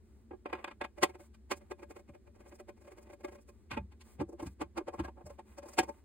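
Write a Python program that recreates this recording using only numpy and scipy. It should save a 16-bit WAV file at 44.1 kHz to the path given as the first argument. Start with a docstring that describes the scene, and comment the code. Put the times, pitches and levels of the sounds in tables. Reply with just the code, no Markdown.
"""Light taps, sharp cracks and small creaks: a screwdriver is set into a screw in the plastic base of a
small appliance and turned by hand; then the base is worked loose. Each knock is a brief grainy burst with
a soft attack and quick decay, ringing the hollow plastic shell. Fingers rub on handle and plastic,
the appliance bumps on its wooden support, and the room hums low."""
import sys
import numpy as np
from scipy import signal
from scipy.fft import rfft, irfft, next_fast_len
from scipy.io import wavfile

SR = 44100
rng = np.random.default_rng(int(sys.argv[2]) if len(sys.argv) > 2 else 0)


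def waveform_to_disk(signal):
    """Save audio, clipped to [-1, 1], as 16-bit WAV at the path in sys.argv[1]."""
    frames = np.transpose(np.atleast_2d(signal))
    scaled = np.clip(frames, -1, 1) * 32767
    samples = np.round(scaled).astype(np.int16)
    wavfile.write(sys.argv[1], SR, samples)


N = 266408
N_FFT = next_fast_len(N, real=True)
PIVOT_HZ = 600  # hardness tilts a knock about this pitch

# centres of six registers, thud, body, knock, clack, snap, tick: (frequency [Hz])
REGISTER_HZ = [130, 380, 1000, 2100, 3500, 5200]
# tip meets or leaves the screw head, then the tool is put down:
# (peak [s], level [dB], hardness [dB/octave], ring [Hz], attack [s/60 dB], decay [s/60 dB])
TAPS = [(.312, -49, -6.5, 377, .008, .05), (.46, -42.5, -2.5, 415, .014, .045),
        (.5, -55, -1.5, 1427, .05, .06), (.531, -38.5, -.5, 382, .008, .033),
        (.553, -50.5, -.5, 1351, .06, .07), (.592, -55, -1, 495, .07, .08),
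        (.645, -45.5, 2.8, 2030, .005, .011), (.681, -49, .3, 964, .028, .042),
        (.716, -56, 1.5, 1330, .05, .04), (.815, -40, .5, 1927, .016, .045),
        (.848, -46, 1.5, 662, .045, .04), (3.715, -48, 4.2, 1529, .026, .08),
        (3.738, -53, 3, 1427, .07, .085), (3.775, -39, -1.3, 883, .026, .038)]
# thread creaks, fingers slip on the handle: (peak [s], creak [dB], slip [dB])
TWISTS = [(.985, -56, -74), (1.099, -57, -75), (1.153, -59, -75), (1.205, -63, -73), (1.574, -68, -64),
          (1.617, -68, -88), (1.717, -47.5, -65), (1.798, -64, -77), (1.833, -55.5, -71),
          (1.911, -57.5, -65), (1.968, -57.5, -69), (1.998, -65, -74), (2.094, -64, -80),
          (2.151, -63.5, -82), (2.275, -68, -90), (2.36, -72, -80), (2.41, -66, -75), (2.467, -64.5, -77),
          (2.49, -77, -69), (2.526, -61, -80), (2.555, -72, -68), (2.602, -58, -67), (2.693, -55.5, -70),
          (2.778, -73, -81), (2.82, -70, -74), (2.852, -69, -78), (2.881, -61, -73), (2.922, -61.5, -70),
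          (2.984, -62.5, -70), (3.03, -71, -71), (3.071, -67.5, -86), (3.105, -60.5, -76),
          (3.135, -60, -69), (3.21, -67, -77), (3.249, -46.5, -65), (3.287, -57.5, -72), (3.328, -62, -71),
          (3.355, -63, -71), (3.39, -68.5, -84), (3.42, -85, -74), (3.492, -64, -68)]
# appliance meets its support: (time [s], level [dB])
BUMPS = [(2.095, -52), (3.72, -46), (3.773, -37), (3.81, -44), (4.212, -40), (4.428, -45), (4.468, -42),
         (4.615, -46), (4.997, -36), (5.24, -45), (5.788, -44)]


def cracks():
    """Strain lets go at once: the thread cracks twice, and at last the base snaps free."""
    # (peak [s], level [dB], ring [Hz], decay [s/60 dB])
    releases = [(1.035, -25.5, 361, .042), (1.517, -35.5, 385, .055), (5.79, -27, 759, .05)]
    colour_db, attack_s = np.array([-15, 0, -.3, -4, -10.5, -7.5]), .03
    blows = [(s, db + colour_db, hz, attack_s, decay_s) for s, db, hz, decay_s in releases]
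    return knocks(blows, ring_db=3, tail_db=-25, tail_t60_s=.16, echo_gain=.45)


def taps():
    """Steel on screw and plastic: some taps start sharply, others fade in softly."""
    # colour of a tap, per register: (gain [dB])
    colour_db = [-16, -1, 1, -5, -14, -22]
    blows = [(s, db + tilt(hardness) + colour_db, hz, attack_s, decay_s)
             for s, db, hardness, hz, attack_s, decay_s in TAPS]
    return knocks(blows, direct_db=-5, crest_s=.0015)


def twists():
    """Creaks of one screw in its post; the louder, the more abrupt."""
    colour_db, post_hz = np.array([-16, 7.5, 1, -5, -16, -14]), [380, 580]
    reference_db, halving_db = -62, 19
    blows = []
    for s, db, slip_db in TWISTS:
        levels_db = db + colour_db
        levels_db[-1] = max(levels_db[-1], slip_db)
        stretch = min(2 ** ((reference_db - db) / halving_db), 1.3)
        blows.append((s, levels_db, post_hz, .05 * stretch, .042 * stretch))
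    return knocks(blows, per_s=5000, direct_db=-7, ring_db=1, tail_db=-25, echo_gain=.45)


def grips():
    """Hands rock the loose base against its rim: soft knocks with a tick of the fingertips."""
    # (peak [s], level [dB], hardness [dB/octave], tick [dB], ring [Hz])
    pushes = [(.338, -51, -8.5, -90, 371), (1.348, -75, 5, -74, 1550), (3.925, -68, 1.5, -78, 285),
              (4.015, -72, 7, -65, 2288), (4.204, -44, -2.5, -68, 800), (4.215, -38, -7, -63, 323),
              (4.295, -54, -11.5, -70, 345), (4.332, -53, -10.5, -74, 345), (4.402, -47.5, -2.5, -64, 415),
              (4.43, -44, -7.5, -62, 339), (4.47, -57, 1.5, -58, 301), (4.618, -37.5, -2.5, -55, 334),
              (4.78, -37, -2.5, -54, 318), (4.81, -48, -9, -83, 393), (4.884, -40.5, -4.5, -63, 495),
              (4.942, -38.5, -10, -67, 930), (4.999, -38, -3.3, -60, 334), (5.05, -42.5, -3.5, -63, 1600),
              (5.085, -44.5, -6.5, -75, 942), (5.18, -52.5, -10, -90, 759), (5.213, -53, -10, -90, 700),
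              (5.268, -53, -4.5, -60, 600), (5.305, -51.5, -5, -68, 560), (5.395, -47.5, -5, -72, 899),
              (5.585, -48.5, -3.3, -59, 560), (5.633, -52.5, -3.7, -69, 576), (5.662, -51.5, -7, -69, 581),
              (5.69, -56, -3.3, -58, 565), (5.738, -61, 1, -58, 587), (5.835, -43, -4, -57, 915),
              (5.892, -36, -9.5, -61, 900)]
    colour_db, attack_s, decay_s = [-16, -.5, .3, -7, -12.5], .041, .048
    blows = []
    for s, db, hardness, tick_db, hz in pushes:
        lift_db = tilt(hardness)[:-1]
        if hardness < 0:  # flat up to the ring, duller above
            lift_db = np.minimum(lift_db, hardness * np.log2(hz / PIVOT_HZ))
        blows.append((s, np.append(db + lift_db + colour_db, tick_db), hz, attack_s, decay_s))
    return knocks(blows, ring_db=7.5, ring_width_hz=42)


def knocks(blows, per_s=9000, direct_db=-4, ring_db=6, ring_width_hz=45, tail_db=-24, tail_t60_s=.17,
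           echo_gain=.5, crest_s=.002):
    """Grainy bursts with soft attack, quick decay and short tail, coloured by shell and a near echo."""
    # force spectrum of one contact: (frequency [Hz], density [dB])
    contact_spectrum = [(60, -2), (155, 6), (220, -2), (370, 0), (600, 0), (1000, 0), (1700, -2), (2600, 1),
                        (3800, -3), (4900, 2), (8300, 0), (11000, -4), (15500, -11)]
    # register boundaries: (frequency [Hz])
    edges_hz = [70, 250, 650, 1500, 2800, 4500, 17000]
    size, lead_s, echo_s = 6144, .036, .0037
    t, hz = np.arange(size) / SR - lead_s, np.fft.rfftfreq(size, 1 / SR)
    core = (t > -.006) & (t < .012)
    before_s, after_s = np.maximum(-t - crest_s, 0), np.maximum(t - crest_s, 0)
    reflection = 1 + echo_gain * np.exp(-2j * np.pi * hz * echo_s)
    body = gain_of(curve(contact_spectrum, hz)) * shell(hz, direct_db) * reflection
    lo_hz, hi_hz = np.array([edges_hz[:-1], edges_hz[1:]])[:, :, None]
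    registers = 1 / np.sqrt((1 + (lo_hz / (hz + 1)) ** 16) * (1 + (hz / hi_hz) ** 16))
    age = after_s / 1.2 ** np.log10(1500 / hi_hz)  # lows die more slowly
    tail = gain_of(tail_db - 60 * age / tail_t60_s)
    out = np.zeros((2, N))
    for s, colour_db, ring_hz, attack_s, decay_s in blows:
        levels_db = np.append(max(colour_db[0], thud_db(s)), colour_db[1:])
        envelope = gain_of(-60 * before_s / attack_s) * (gain_of(-60 * age / decay_s) + tail)
        burst = grains(size, per_s=per_s, spread_db=2.5)[:, None] * envelope
        colour = gain_of(curve(list(zip(REGISTER_HZ, levels_db)), hz))
        spot = 1 + sum(resonance(hz, f, ring_width_hz, ring_db) for f in np.atleast_1d(ring_hz))
        bands = irfft(stereo(rfft(burst), hz) * body * colour * spot * registers)
        bands /= np.sqrt(np.mean(bands[..., core] ** 2, axis=(0, 2)))[:, None]
        add(out, s - lead_s, gain_of(levels_db) @ bands)
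    return gain_of(-1.4) * out


def shell(hz, direct_db=-4):
    """Response of the plastic shell: direct path plus modes."""
    # (frequency [Hz], width [Hz], gain [dB])
    modes = [(225, 30, -4), (361, 55, 9), (440, 50, 1), (577, 32, 3), (752, 38, -1), (900, 65, 5),
             (1053, 42, 1), (1180, 48, 3), (1510, 35, 0), (1640, 35, -1), (2010, 75, 3), (2160, 55, 0),
             (2400, 50, 0), (2490, 40, 4), (2830, 50, 2), (3150, 30, 2), (3400, 35, -1), (3565, 35, 1)]
    return gain_of(direct_db) + sum(resonance(hz, *mode) for mode in modes)


def tilt(hardness):
    """Gain [dB] per register: harder contacts lift the treble; the thud is unaffected."""
    return hardness * np.append(0, np.log2(np.array(REGISTER_HZ[1:]) / PIVOT_HZ))


def thud_db(s):
    """Low thud of a blow that drives the appliance onto its support."""
    return max([db - 3 for bump_s, db in BUMPS if abs(bump_s - s) < .02], default=-np.inf)


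def shaft(ring_hz=4850, t60_s=.1, seated_s=.7):
    """Short rattles of the tip ring the free steel shaft until the tip is seated."""
    t, out = np.arange(SR // 4) / SR, np.zeros((2, N))
    mode = gain_of(-60 * t / t60_s) * np.sin(2 * np.pi * ring_hz * t)
    for s, db, hardness, *_ in TAPS:
        if s < seated_s:
            ring = signal.fftconvolve(grains(128, per_s=9000, spread_db=2), mode[None], axes=1)
            peak_db = db - 20 + min(tilt(hardness)[-1], 0)
            add(out, s, gain_of(peak_db) * ring / abs(ring).max())
    return out


def bumps(rise_s=.005):
    """Soft pushes ring the low modes of the wooden support, alike in both channels."""
    # (frequency [Hz], gain [dB], t60 [s])
    modes = [(68, -3, .45), (88, -3, .25), (125, -2, .13), (194, -6, .22)]
    t, out = np.arange(SR // 2) / SR, np.zeros((2, N))
    onset = 1 - np.exp(-t / rise_s)
    for s, db in BUMPS:
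        ring = sum(gain_of(mode_db - 60 * t / t60_s) * np.sin(2 * np.pi * (hz * t + rng.random()))
                   for hz, mode_db, t60_s in modes)
        add(out, s, gain_of(db) * (ring * onset)[None])
    return out


def rubbing():
    """Dense slips: screw and base scrape through the shell, skin hisses directly."""
    # tip or hand slides on plastic: (middle [s], length [s], scrape [dB], hiss [dB])
    strokes = [(.14, .28, -83, -88), (.59, .28, -59.5, -85), (1.05, .2, -67, -81), (1.235, .12, -71, -72),
               (1.68, .2, -76, -90), (1.94, .18, -75, -90), (2.47, .26, -73, -91), (2.98, .42, -72, -92),
               (3.31, .16, -73, -90), (3.58, .2, -82, -88), (3.76, .13, -63, -87), (4.1, .17, -68, -70),
               (4.45, .13, -64, -70), (4.52, .06, -82, -77), (5.01, .22, -63.5, -80), (5.2, .09, -71, -94),
               (5.32, .12, -72, -80), (5.51, .14, -66, -75), (5.71, .17, -65, -68), (5.93, .24, -71, -78)]
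    # scraping friction: (frequency [Hz], density [dB])
    scrape_spectrum = [(150, -30), (350, -5), (600, 0), (1100, -2), (2300, -8), (3500, -21), (7000, -38)]
    # skin friction: (frequency [Hz], density [dB])
    skin_spectrum = [(1000, -20), (3000, -6), (5500, -3), (8500, 0), (11000, -3), (15500, -5)]
    hz = np.fft.rfftfreq(N_FFT, 1 / SR)
    coarse = stereo(rfft(grains(N_FFT, per_s=1500, spread_db=3)), hz)
    fine = stereo(rfft(grains(N_FFT, per_s=12000, spread_db=2.5)), hz)
    scrape = irfft(coarse * shell(hz) * gain_of(curve(scrape_spectrum, hz)), N_FFT)
    hiss = irfft(fine * gain_of(curve(skin_spectrum, hz)), N_FFT)
    scrape_gain, hiss_gain = np.full((1, N), gain_of(-89)), np.full((1, N), gain_of(-92))  # hands at rest
    for s, length_s, scrape_db, hiss_db in strokes:
        add_slide(scrape_gain, s, length_s, scrape_db - 1.5)
        add_slide(hiss_gain, s, length_s, hiss_db)
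    for s, _, slip_db in TWISTS:
        add_slide(hiss_gain, s, length_s=.045, db=slip_db - 6)
    return unit_rms(scrape[:, :N]) * scrape_gain + unit_rms(hiss[:, :N]) * hiss_gain


def add_slide(envelope, middle_s, length_s, db):
    """A slide speeds up, holds and stops."""
    speed = signal.windows.tukey(round(length_s * SR), .7)
    add(envelope, middle_s - length_s / 2, gain_of(db) * speed[None])


def room(air_db=-64.5):
    """Faint steady air noise with narrow rumbles."""
    # (frequency [Hz], density [dB])
    air_spectrum = [(20, -27), (32, -17), (50, -6), (70, 0), (100, -6), (150, -22), (215, -12), (380, -16),
                    (500, -25), (1000, -36), (2000, -37), (2800, -44), (5000, -43), (9000, -47),
                    (15000, -53)]
    # (frequency [Hz], width [Hz], level [dB])
    rumbles = [(69, 9, -62.5), (222, 14, -70), (365, 40, -74)]
    hz = np.fft.rfftfreq(N_FFT, 1 / SR)
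    air = stereo(rfft(rng.standard_normal((2, N_FFT))), hz, stray_share=.12)
    drone = stereo(rfft(rng.standard_normal((2, N_FFT))), hz, stray_share=.04)
    out = gain_of(air_db) * unit_rms(irfft(air * gain_of(curve(air_spectrum, hz)), N_FFT))
    for centre_hz, width_hz, db in rumbles:
        out += gain_of(db) * unit_rms(irfft(drone / (1 + ((hz - centre_hz) / width_hz) ** 2), N_FFT))
    return out[:, :N]


def stereo(spectra, hz, stray_share=.03):
    """Two spectra as sum and difference of a close microphone pair; its spacing combs the treble."""
    # (frequency [Hz], phase between the pair [rad])
    phases = [(60, .5), (200, .28), (380, .72), (700, 1.3), (1100, 1.05), (2400, 1.15), (4000, 1.3),
              (4700, 2.0), (5600, 3.1), (8700, 6.28), (12000, 9.42), (15300, 12.5)]
    side_share = np.clip(np.sin(curve(phases, hz) / 2) ** 2, stray_share, 1 - stray_share)
    mid, side = spectra[0] * np.sqrt(1 - side_share), spectra[1] * np.sqrt(side_share)
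    return np.array([mid + side, mid - side])


def grains(size, per_s, spread_db):
    """Two trains of random impulses of uneven strength."""
    strength = gain_of(spread_db * np.minimum(rng.exponential(1, (2, size)), 3))
    return unit_rms(strength * rng.choice([-1, 1], (2, size)) * (rng.random((2, size)) < per_s / SR))


def resonance(hz, centre_hz, width_hz, db):
    return gain_of(db) / (1 + 2j * (hz - centre_hz) / width_hz)


def gain_of(db):
    return 10 ** (np.asarray(db) / 20)


def unit_rms(x):
    return x / np.sqrt(np.mean(x ** 2) + 1e-20)


def curve(points, hz):
    knots_hz, values = np.transpose(points)
    return np.interp(np.log(hz + 1), np.log(knots_hz + 1), values)


def add(mix, start_s, sound):
    start = round(start_s * SR)
    part = mix[:, start:start + sound.shape[1]]
    part += sound[:, :part.shape[1]]


def scene():
    """Support and room under tool, screw and hands."""
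    return bumps() + room() + rubbing() + cracks() + taps() + twists() + grips() + shaft()


def record(dry):
    """Low-pass at 15.9 kHz."""
    lowpass = signal.firwin(511, 15900, window=("kaiser", 9), fs=SR)
    return signal.oaconvolve(dry, lowpass[None], "same")


dry = scene()
out = record(dry)
waveform_to_disk(out)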